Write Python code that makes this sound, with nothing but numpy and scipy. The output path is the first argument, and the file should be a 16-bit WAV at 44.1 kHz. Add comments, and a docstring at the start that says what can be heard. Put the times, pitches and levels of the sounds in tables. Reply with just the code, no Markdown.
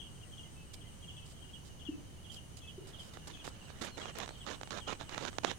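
"""Among wet rice leaves

Leaves swish past a camera, then drag and snap on its body, right beside the right microphone.
Their rough sound is many tiny clicks, made as they stick and slip. Small creatures chirp in quick
falling notes and a cricket throbs. Far off, a bird whistles and two hollow thumps sound, the second
one doubled. Behind it all lie a faint chorus of chirps, a steady insect hiss and a low rumble."""
import sys
import numpy as np
from scipy import signal
from scipy.fft import rfft, irfft
from scipy.io import wavfile
from scipy.ndimage import uniform_filter1d

SR = 44100
rng = np.random.default_rng(int(sys.argv[2]) if len(sys.argv) > 2 else 0)


def transcribe(u):
    """Save the signal u as a 16-bit wav file named by the first command-line argument.

    u: samples, shape (n,) or (channels, n), limited to [-1, 1]; the rate is SR.
    q: integer samples, one column per channel.
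    """
    v = np.clip(np.atleast_2d(u).T, -1, 1)
    q = np.round(v * 32767).astype(np.int16)
    wavfile.write(sys.argv[1], SR, q)


N = 246078
TIME = np.arange(N) / SR

# A level_db sets a sound's strength before filters and echoes. A pan_db above zero means more left.
# leaves dragging on the camera body: start_s, end_s, level_db, swell_db (change from start to end)
LEAF_DRAGS = [(3.133, 3.175, -59, -17), (3.27, 3.34, -53.5, -14), (3.44, 3.505, -50.5, -8),
              (3.68, 3.73, -61, -9), (3.811, 3.91, -42.5, -11.5), (3.97, 4.11, -46.5, -3),
              (4.15, 4.247, -43.5, 7.5), (4.461, 4.555, -40, -4), (4.707, 4.8, -41, -4.5),
              (4.873, 4.95, -39, -11.5), (4.996, 5.032, -44.5, -2), (5.088, 5.29, -43.5, 13),
              (5.432, 5.531, -39, -7.5)]
# leaf edges snapping free: time_s, level_db, bass_boost_db
LEAF_SNAPS = [(3.1722, -29.5, 22), (3.4774, -23.5, 26), (3.7029, -33, 22), (3.9793, -29.5, 2),
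              (4.0567, -26, 18), (4.2026, -26, -9), (4.2602, -33, -9), (4.2783, -29.5, 0),
              (4.2916, -27.5, 1), (4.308, -32.5, 15), (4.613, -26, 8), (4.6332, -26, -1), (4.6747, -33, 3),
              (4.7073, -25.5, -21), (4.879, -40, 17), (4.926, -23.5, 14), (5.0113, -24.5, 8),
              (5.094, -30, -11), (5.146, -28, -4), (5.1793, -19, 2), (5.2517, -20.5, 1), (5.33, -35, 7),
              (5.3845, -16.5, 1), (5.4474, -9, 4), (5.5147, -21.5, -3)]
# tone of the camera body when touched: frequency_hz, level_db
BODY_TONE = [(80, -11.5), (190, 5.5), (450, 5), (750, 2), (1700, 0), (1950, -4), (3100, -5.5), (3700, -3),
             (4900, -10.5), (6900, -8), (7700, -19.5), (9300, -27.5), (12000, -32), (15500, -50)]
# tone of one bright tick: frequency_hz, level_db
TICK_TONE = [(300, 7), (1500, 8.5), (5000, 1), (10000, 1), (15500, -7)]
# leaves sliding past: start_s, end_s, level_db, pan_db
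LEAF_SWISHES = [(0.733, 0.752, -51, -9), (1.257, 1.33, -62.5, -4), (1.647, 1.69, -63, -12),
                (2.314, 2.377, -56.5, -5), (2.568, 2.593, -55.5, -7.5), (2.87, 2.91, -57.5, -7),
                (2.993, 3.1, -60.5, -2), (3.136, 3.146, -53, 1), (3.271, 3.288, -52, 2),
                (3.439, 3.494, -55, -3), (3.811, 3.873, -50, -2)]
# tone of a sliding leaf: frequency_hz, level_db
LEAF_TONE = [(200, 10.5), (900, -2), (2000, -2.5), (3700, 7.5), (4300, 3.5), (5000, 9), (6000, 1),
             (7200, 6.5), (9000, 2.5), (11000, -5), (15500, -13)]
# short runs of chirps from several callers: time_s, note_count, pitch_hz, level_db, pan_db
CHIRP_PHRASES = [(-.045, 3, 3146, -54, 6.5), (0.039, 1, 3100, -53, -5), (0.174, 2, 2990, -64, 5),
                 (0.338, 3, 3140, -54.5, 2), (.831, 2, 3060, -62, 11), (1.04, 2, 3120, -53.5, -4),
                 (1.128, 3, 3130, -56, 3), (1.382, 3, 3073, -61, 8), (1.553, 1, 3073, -50.5, 2),
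                 (1.814, 2, 3110, -55, 7), (2.26, 2, 3123, -54.5, 6), (2.377, 1, 3057, -49, 3),
                 (2.636, 2, 3200, -55.5, 4), (2.95, 2, 3200, -52, 2.5), (3.354, 2, 3210, -57.5, 1),
                 (3.562, 3, 2960, -63, 4), (4.029, 2, 3116, -54.5, 7.5), (4.366, 2, 3166, -55.5, 8),
                 (4.829, 2, 3090, -51, 7), (5.084, 2, 2930, -60, 11), (5.486, 1, 3220, -52, 11)]
# spells of cricket song: first_throb_s, last_throb_s, throb_count, level_db
CRICKET_BOUTS = [(.03, 1.56, 13, -63), (3.49, 3.83, 3, -64), (4.02, 5.47, 12, -62)]
# the cricket's pitch over time: time_s, pitch_hz
CRICKET_PITCH = [(0, 8420), (1.6, 8230), (3.6, 8040), (5.5, 8100)]
# distant thumps: start_s, level_db, pitch_hz, half_length_s
FAR_THUMPS = [(1.886, -30, 298, 0.021), (2.778, -40.5, 375, 0.021), (2.821, -47.5, 400, 0.022)]
# distant bird whistles, plus one leaf squeak at 0.72 s: start_s, length_s, start_hz, end_hz, level_db
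BIRD_WHISTLES = [(0.246, 0.0444, 2000, 1870, -66), (.435, .05, 2120, 2050, -62),
                 (0.547, .1, 2650, 2610, -60.5), (0.72, 0.066, 2300, 2304, -61.5),
                 (0.836, .05, 2060, 2030, -61), (1.16, 0.081, 2660, 2620, -58),
                 (1.91, 0.056, 2644, 2660, -56), (2.617, 0.089, 2620, 2610, -57),
                 (3.322, 0.11, 2610, 2540, -59.5), (3.898, 0.08, 4450, 3950, -56),
                 (4.267, 0.078, 3650, 4730, -60)]
# loudness of the distant chorus: time_s, level_db
CHORUS_LEVEL = [(0, -67), (1.5, -65.5), (2.05, -66.5), (3.6, -65), (5.5, -66)]
# bands of insect hiss: centre_hz, width_hz, level_db, pan_db, swell_db
INSECT_BANDS = [(6340, 980, -70, -0.5, 2), (9000, 2170, -73, 13, 0)]
# tone of the distant rumble: frequency_hz, level_db
RUMBLE_TONE = [(20, -4), (45, -3.5), (80, 0), (150, -3.5), (220, -10), (400, -16.5), (700, -20.5),
               (1200, -25), (2300, -28.5), (4500, -31), (7500, -36), (10000, -39), (11200, -41),
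               (15500, -41)]
# how much of the rumble both sides share: frequency_hz, share (0 to 1)
RUMBLE_SHARE = [(30, 0.04), (70, 0.35), (140, 0.47), (300, 0.33), (700, 0.03), (1400, 0)]


def leaf_pressure(graze_from_s=2.85, graze_db=-59.5):
    """How hard the leaves press on the camera: unsteady strokes over a light, wavering touch."""
    graze = (TIME > graze_from_s) * from_db(graze_db + 2 * drift(24.93))
    return strokes(LEAF_DRAGS, attack_s=.0049, release_s=.025) * from_db(2.27 * drift(90)) + graze


def leaf_rubbing(pressure):
    """Leaves judder over the camera body, which gives their tiny slips its own tone."""
    slips = friction(slips_per_s=3500, grain_db=2.6, judder_db=2.2, judders_per_s=300)
    # the touching point wanders along the leaf, so its papery ringing comes and goes
    rings = sum(drift(35) * resonate(slips, hz, sharpness=12) for hz in np.geomspace(450, 4500, 12))
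    sound = coloured(slips + .8 * rings, BODY_TONE)
    # even out the level, so that the pressure alone sets the loudness
    local_level = np.sqrt(uniform_filter1d(sound ** 2, size=600) + 1e-12)
    return pressure * sound / local_level


def leaf_snaps(ring_hz=760, ring_db=-7.5):
    """Leaf edges flick against the camera body, which answers with a short hollow ring."""
    out = np.zeros(N)
    for time_s, level_db, bass_db in LEAF_SNAPS:
        add(out, time_s - .001043, from_db(level_db) * snap(BODY_TONE, decay_s=.0011, bass_db=bass_db))
    out = filtered(out, 1, 300, "high")  # such light blows carry little bass
    return out + from_db(ring_db) * resonate(out, ring_hz, sharpness=3)


def leaf_flicks(pressure, per_s=40, boost_db=9):
    """Small edges catch at random, louder when the leaves press harder."""
    out = np.zeros(N)
    chances = np.clip(rng.standard_normal((N // 100, 3)), -2, 2)
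    for k in range(int(per_s * N / SR)):
        late, loud, bass = chances[k]
        flick = snap(BODY_TONE, decay_s=.0008, bass_db=6 * bass)
        add(out, (k + late) / per_s, from_db(boost_db + 3 * loud) * flick)
    return out * pressure


def leaf_swishes():
    """Rough leaves slide by; their bright sound reaches both microphones through the air."""
    sides = []
    for side in (1, -1):  # left, then right
        rows = [(start, end, db + side * pan_db / 2, 0) for start, end, db, pan_db in LEAF_SWISHES]
        pressure = strokes(rows, attack_s=.0021, release_s=.012)
        slips = friction(slips_per_s=4000, grain_db=3.5, judder_db=1.5, judders_per_s=400)
        sides.append(pressure * coloured(slips, LEAF_TONE))
    return np.array(sides) * from_db(2 * drift(170))


def strokes(rows, attack_s, release_s):
    """Pressure of leaf strokes: each catches quickly, holds, swells or fades, then lets go softly."""
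    out = np.zeros(N)
    for start_s, end_s, level_db, swell_db in rows:
        length_s = max(end_s - start_s, release_s)
        t = TIME[:int((length_s + release_s / 2) * SR)]
        contact = np.clip(np.minimum(t / attack_s, (length_s - t) / release_s + .5), 0, 1)
        add(out, start_s, contact * from_db(level_db + swell_db * (t / length_s - .5)))
    return out


def friction(slips_per_s, grain_db, judder_db, judders_per_s):
    """Sticking and slipping: tiny clicks of uneven size come in clumps, over a fine hiss."""
    sizes = from_db(grain_db * np.minimum(rng.exponential(1, N), 4)) * rng.choice([-1, 1], N)
    slips = rms_one(sizes * (rng.random(N) < slips_per_s / SR))
    clumps = from_db(judder_db * np.clip(drift(judders_per_s), -2, 2))
    hiss = .6 * rng.standard_normal(N)
    return rms_one((slips + hiss) * clumps)


def snap(tone, decay_s, bass_db, samples=1500):
    """A quick burst of slips as an edge lets go."""
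    t = TIME[:samples]
    spectrum = rfft(rng.standard_normal(samples) * t / decay_s * np.exp(-t / decay_s))
    burst = irfft(spectrum / (np.abs(spectrum) + 1e-12), samples)  # all frequencies equally strong
    sound = coloured(burst * np.exp(-t / (10 * decay_s)), tone)
    sound = sound + (from_db(bass_db) - 1) * filtered(sound, 1, 1300, "low")
    return sound / np.sqrt(np.e * np.sum(sound ** 2) / (decay_s * SR))  # peak near one


def left_tick(start_s=4.1855, level_db=-25):
    """One bright tick at the left microphone."""
    out = np.zeros((2, N))
    add(out[0], start_s, from_db(level_db) * snap(TICK_TONE, decay_s=.0009, bass_db=0))
    return out


def chirps(note_spacing_s=.0565, step_hz=-37):
    """Small creatures call in notes that step down in pitch, each blurred by its path through leaves."""
    out = np.zeros((2, N))
    for time_s, count, pitch_hz, level_db, pan_db in CHIRP_PHRASES:
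        for k in range(int(round(count))):
            fall = .22 * (1 + .15 * rng.standard_normal())
            note = falling_note(pitch_hz + step_hz * k, fall, length_s=.036)
            blurred = outdoors(note, echo_s=.09, echo_db=4.5)
            blurred /= np.sqrt(np.sum(blurred ** 2, axis=1, keepdims=True) / len(note))
            gain = from_db(level_db - 5 * abs(k - 1))  # favours the second note
            sides = panned(pan_db + 8.5 * rng.standard_normal())
            add(out, time_s + note_spacing_s * k - .024, blurred * gain * sides)
    return outdoors(out, echo_s=.15, echo_db=-3)


def falling_note(middle_hz, fall, length_s, overtone_db=-24):
    """One quick, slightly raspy downward slide; fall is the drop as a share of the middle pitch."""
    progress = np.linspace(0, 1, int(length_s * SR))
    rasp = .018 * np.interp(progress * 24, np.arange(25), rng.standard_normal(25))
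    phase = phase_of(middle_hz * (1 + fall * (.5 - progress) + rasp))
    fade = signal.windows.tukey(len(progress), .5)
    return fade * (np.sin(phase) + from_db(overtone_db) * np.sin(2 * phase))


def cricket(width_hz=360, throb_width_s=.041, right_db=-12):
    """A cricket's high, narrow rasp throbs six to eight times a second, in spells."""
    power = np.zeros(N)
    for first_s, last_s, count, level_db in CRICKET_BOUTS:
        for time_s in np.linspace(first_s, last_s, int(round(count))):
            gain = from_db(level_db + .5 * rng.standard_normal())
            power += gain ** 2 * np.exp(-((TIME - time_s) / throb_width_s) ** 2)
    slow_noise = filtered(rng.standard_normal((2, 2, N)), 2, width_hz / 2, "low")
    phase = phase_of(in_time(CRICKET_PITCH))
    rasp = slow_noise[0] * np.cos(phase) + slow_noise[1] * np.sin(phase)  # noise moved up to the pitch
    return rms_one(rasp) * np.sqrt(power) * from_db([[0], [right_db]])


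def thumps(echo_delay_s=.022):
    """Each distant thump is a brief, hollow low note followed by its outdoor echo."""
    direct = np.zeros(N)
    for start_s, level_db, pitch_hz, half_length_s in FAR_THUMPS:
        t = TIME[:int(2 * half_length_s * SR)]
        rise = t / (.33 * half_length_s)
        swell = rise ** 2 * np.exp(2 * (1 - rise))
        add(direct, start_s, from_db(level_db) * swell * np.sin(2 * np.pi * pitch_hz * t))
    echo = np.zeros((2, N))
    add(echo, echo_delay_s, outdoors(direct, echo_s=.43, echo_db=-4) - direct)
    return direct + echo


def bird_whistles():
    """A distant bird whistles thin, gliding notes that waver a little; a sliding leaf's short squeak is played
    the same way."""
    out = np.zeros(N)
    for start_s, length_s, start_hz, end_hz, level_db in BIRD_WHISTLES:
        n = int(length_s * SR)
        pitch_hz = np.linspace(start_hz, end_hz, n) * (1 + .005 * drift(300)[:n])
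        add(out, start_s, from_db(level_db) * signal.windows.tukey(n, .5) * np.sin(phase_of(pitch_hz)))
    return outdoors(out, echo_s=.2, echo_db=-3) * from_db([[-3], [-7]])


def far_chorus(pitch_hz=3010, count=170):
    """Many more of the chirping creatures blend together far away."""
    out = np.zeros(N)
    for k, (late, sharp, loud) in enumerate(rng.standard_normal((count, 3))):
        note = falling_note(pitch_hz + 50 * sharp, fall=.13, length_s=.0455)
        add(out, (k + .3 * late) / count * N / SR, from_db(.23 * loud) * note)
    return rms_one(outdoors(out, echo_s=.25, echo_db=10)) * from_db(in_time(CHORUS_LEVEL))


def insect_hiss(first_swell_s=.41, swell_period_s=.728):
    """Countless tiny rasping insects blend into two bands of hiss; the lower one swells and sinks."""
    swell = np.cos(2 * np.pi * (TIME - first_swell_s) / swell_period_s)
    out = np.zeros((2, N))
    for centre_hz, width_hz, level_db, pan_db, swell_db in INSECT_BANDS:
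        edges_hz = [centre_hz - width_hz / 2, centre_hz + width_hz / 2]
        hiss = rms_one(filtered(rng.standard_normal((2, N)), 2, edges_hz, "band"))
        out += hiss * from_db(level_db + swell_db * swell + drift(7.2)) * panned(pan_db)
    return out


def rumble(level_db=-51.5):
    """Distant rumble in the air; the two sides are partly alike, in the bass only."""
    common, left, right = rfft(rng.standard_normal((3, N)))
    share = np.clip(at_hz(RUMBLE_SHARE, np.fft.rfftfreq(N, 1 / SR)), 0, 1)
    noises = [irfft(np.sqrt(share) * common + np.sqrt(1 - share) * own, N) for own in (left, right)]
    sides = np.array([coloured(noise, RUMBLE_TONE) for noise in noises])
    return from_db(level_db) * sides * panned(-1.7)


def outdoors(sound, echo_s, echo_db):
    """A sound plus its scatter off stems and banks, different on each side, fading 60 dB in echo_s."""
    t = TIME[:SR // 3]
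    paths = rng.standard_normal((2, len(t))) * from_db(-60 * t / echo_s)
    paths *= from_db(echo_db) / np.linalg.norm(paths, axis=1, keepdims=True)
    paths[:, 0] += 1  # the direct path
    return signal.oaconvolve(np.atleast_2d(sound), paths, axes=1)[:, :N]


def coloured(sound, tone, size=4096):
    """Shape a sound with a tone table; plain noise keeps its overall level."""
    cepstrum = irfft(np.log(from_db(at_hz(tone, np.fft.rfftfreq(size, 1 / SR)))))
    # this folding makes the filter ring only after a click, never before it
    cepstrum[1:size // 2] *= 2
    cepstrum[size // 2 + 1:] = 0
    pulse = irfft(np.exp(rfft(cepstrum)))
    return signal.fftconvolve(sound, pulse / np.linalg.norm(pulse))[:len(sound)]


def filtered(sound, steepness, edge_hz, keep):
    """Keep the low part, the high part or one band of a sound."""
    return signal.sosfilt(signal.butter(steepness, edge_hz, keep, fs=SR, output="sos"), sound)


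def resonate(sound, pitch_hz, sharpness):
    """The part of a sound that rings near one pitch."""
    return signal.lfilter(*signal.iirpeak(pitch_hz, sharpness, fs=SR), sound)


def drift(per_s):
    """A random wander of typical size one, heading for a new value per_s times a second."""
    return rms_one(np.interp(TIME * per_s, np.arange(N), rng.standard_normal(N)))


def add(out, start_s, sound):
    """Mix a sound in at a given time."""
    start = int(round(start_s * SR))
    first, last = max(start, 0), min(start + sound.shape[-1], N)
    if last > first:
        out[..., first:last] += sound[..., first - start:last - start]


def phase_of(pitch_hz):
    """The running angle of a wave whose pitch changes."""
    return 2 * np.pi * np.cumsum(pitch_hz) / SR


def in_time(rows):
    """Join a table's points into a value for every sample."""
    return np.interp(TIME, *np.transpose(rows))


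def at_hz(rows, hz):
    """Read between a table's frequencies, giving each octave equal room."""
    known_hz, values = np.transpose(rows)
    return np.interp(np.log(hz + 1), np.log(known_hz), values)


def panned(pan_db):
    """Left and right gains that differ by pan_db."""
    return from_db(np.array([[pan_db], [-pan_db]]) / 2)


def from_db(db):
    """Turn decibels into a multiplier."""
    return 10 ** (np.asarray(db) / 20)


def rms_one(sound):
    """Scale a sound to an average (root mean square) level of one."""
    return sound / np.sqrt(np.mean(sound ** 2) + 1e-20)


def scene():
    """The rice field, with leaves touching the camera on the right and only a trace on the left."""
    background = rumble() + far_chorus() + insect_hiss()
    field = background + chirps() + cricket() + bird_whistles() + thumps() + leaf_swishes()
    pressure = leaf_pressure()
    tick = left_tick()
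    touching = leaf_rubbing(pressure) + leaf_snaps() + leaf_flicks(pressure)
    return field + tick + touching * from_db([[-30], [0]])


def record(dry):
    """Cut the highest treble steeply, above 15900 Hz."""
    return signal.sosfilt(signal.ellip(10, .1, 70, 15900, fs=SR, output="sos"), dry)


dry = scene()
out = record(dry)
transcribe(out)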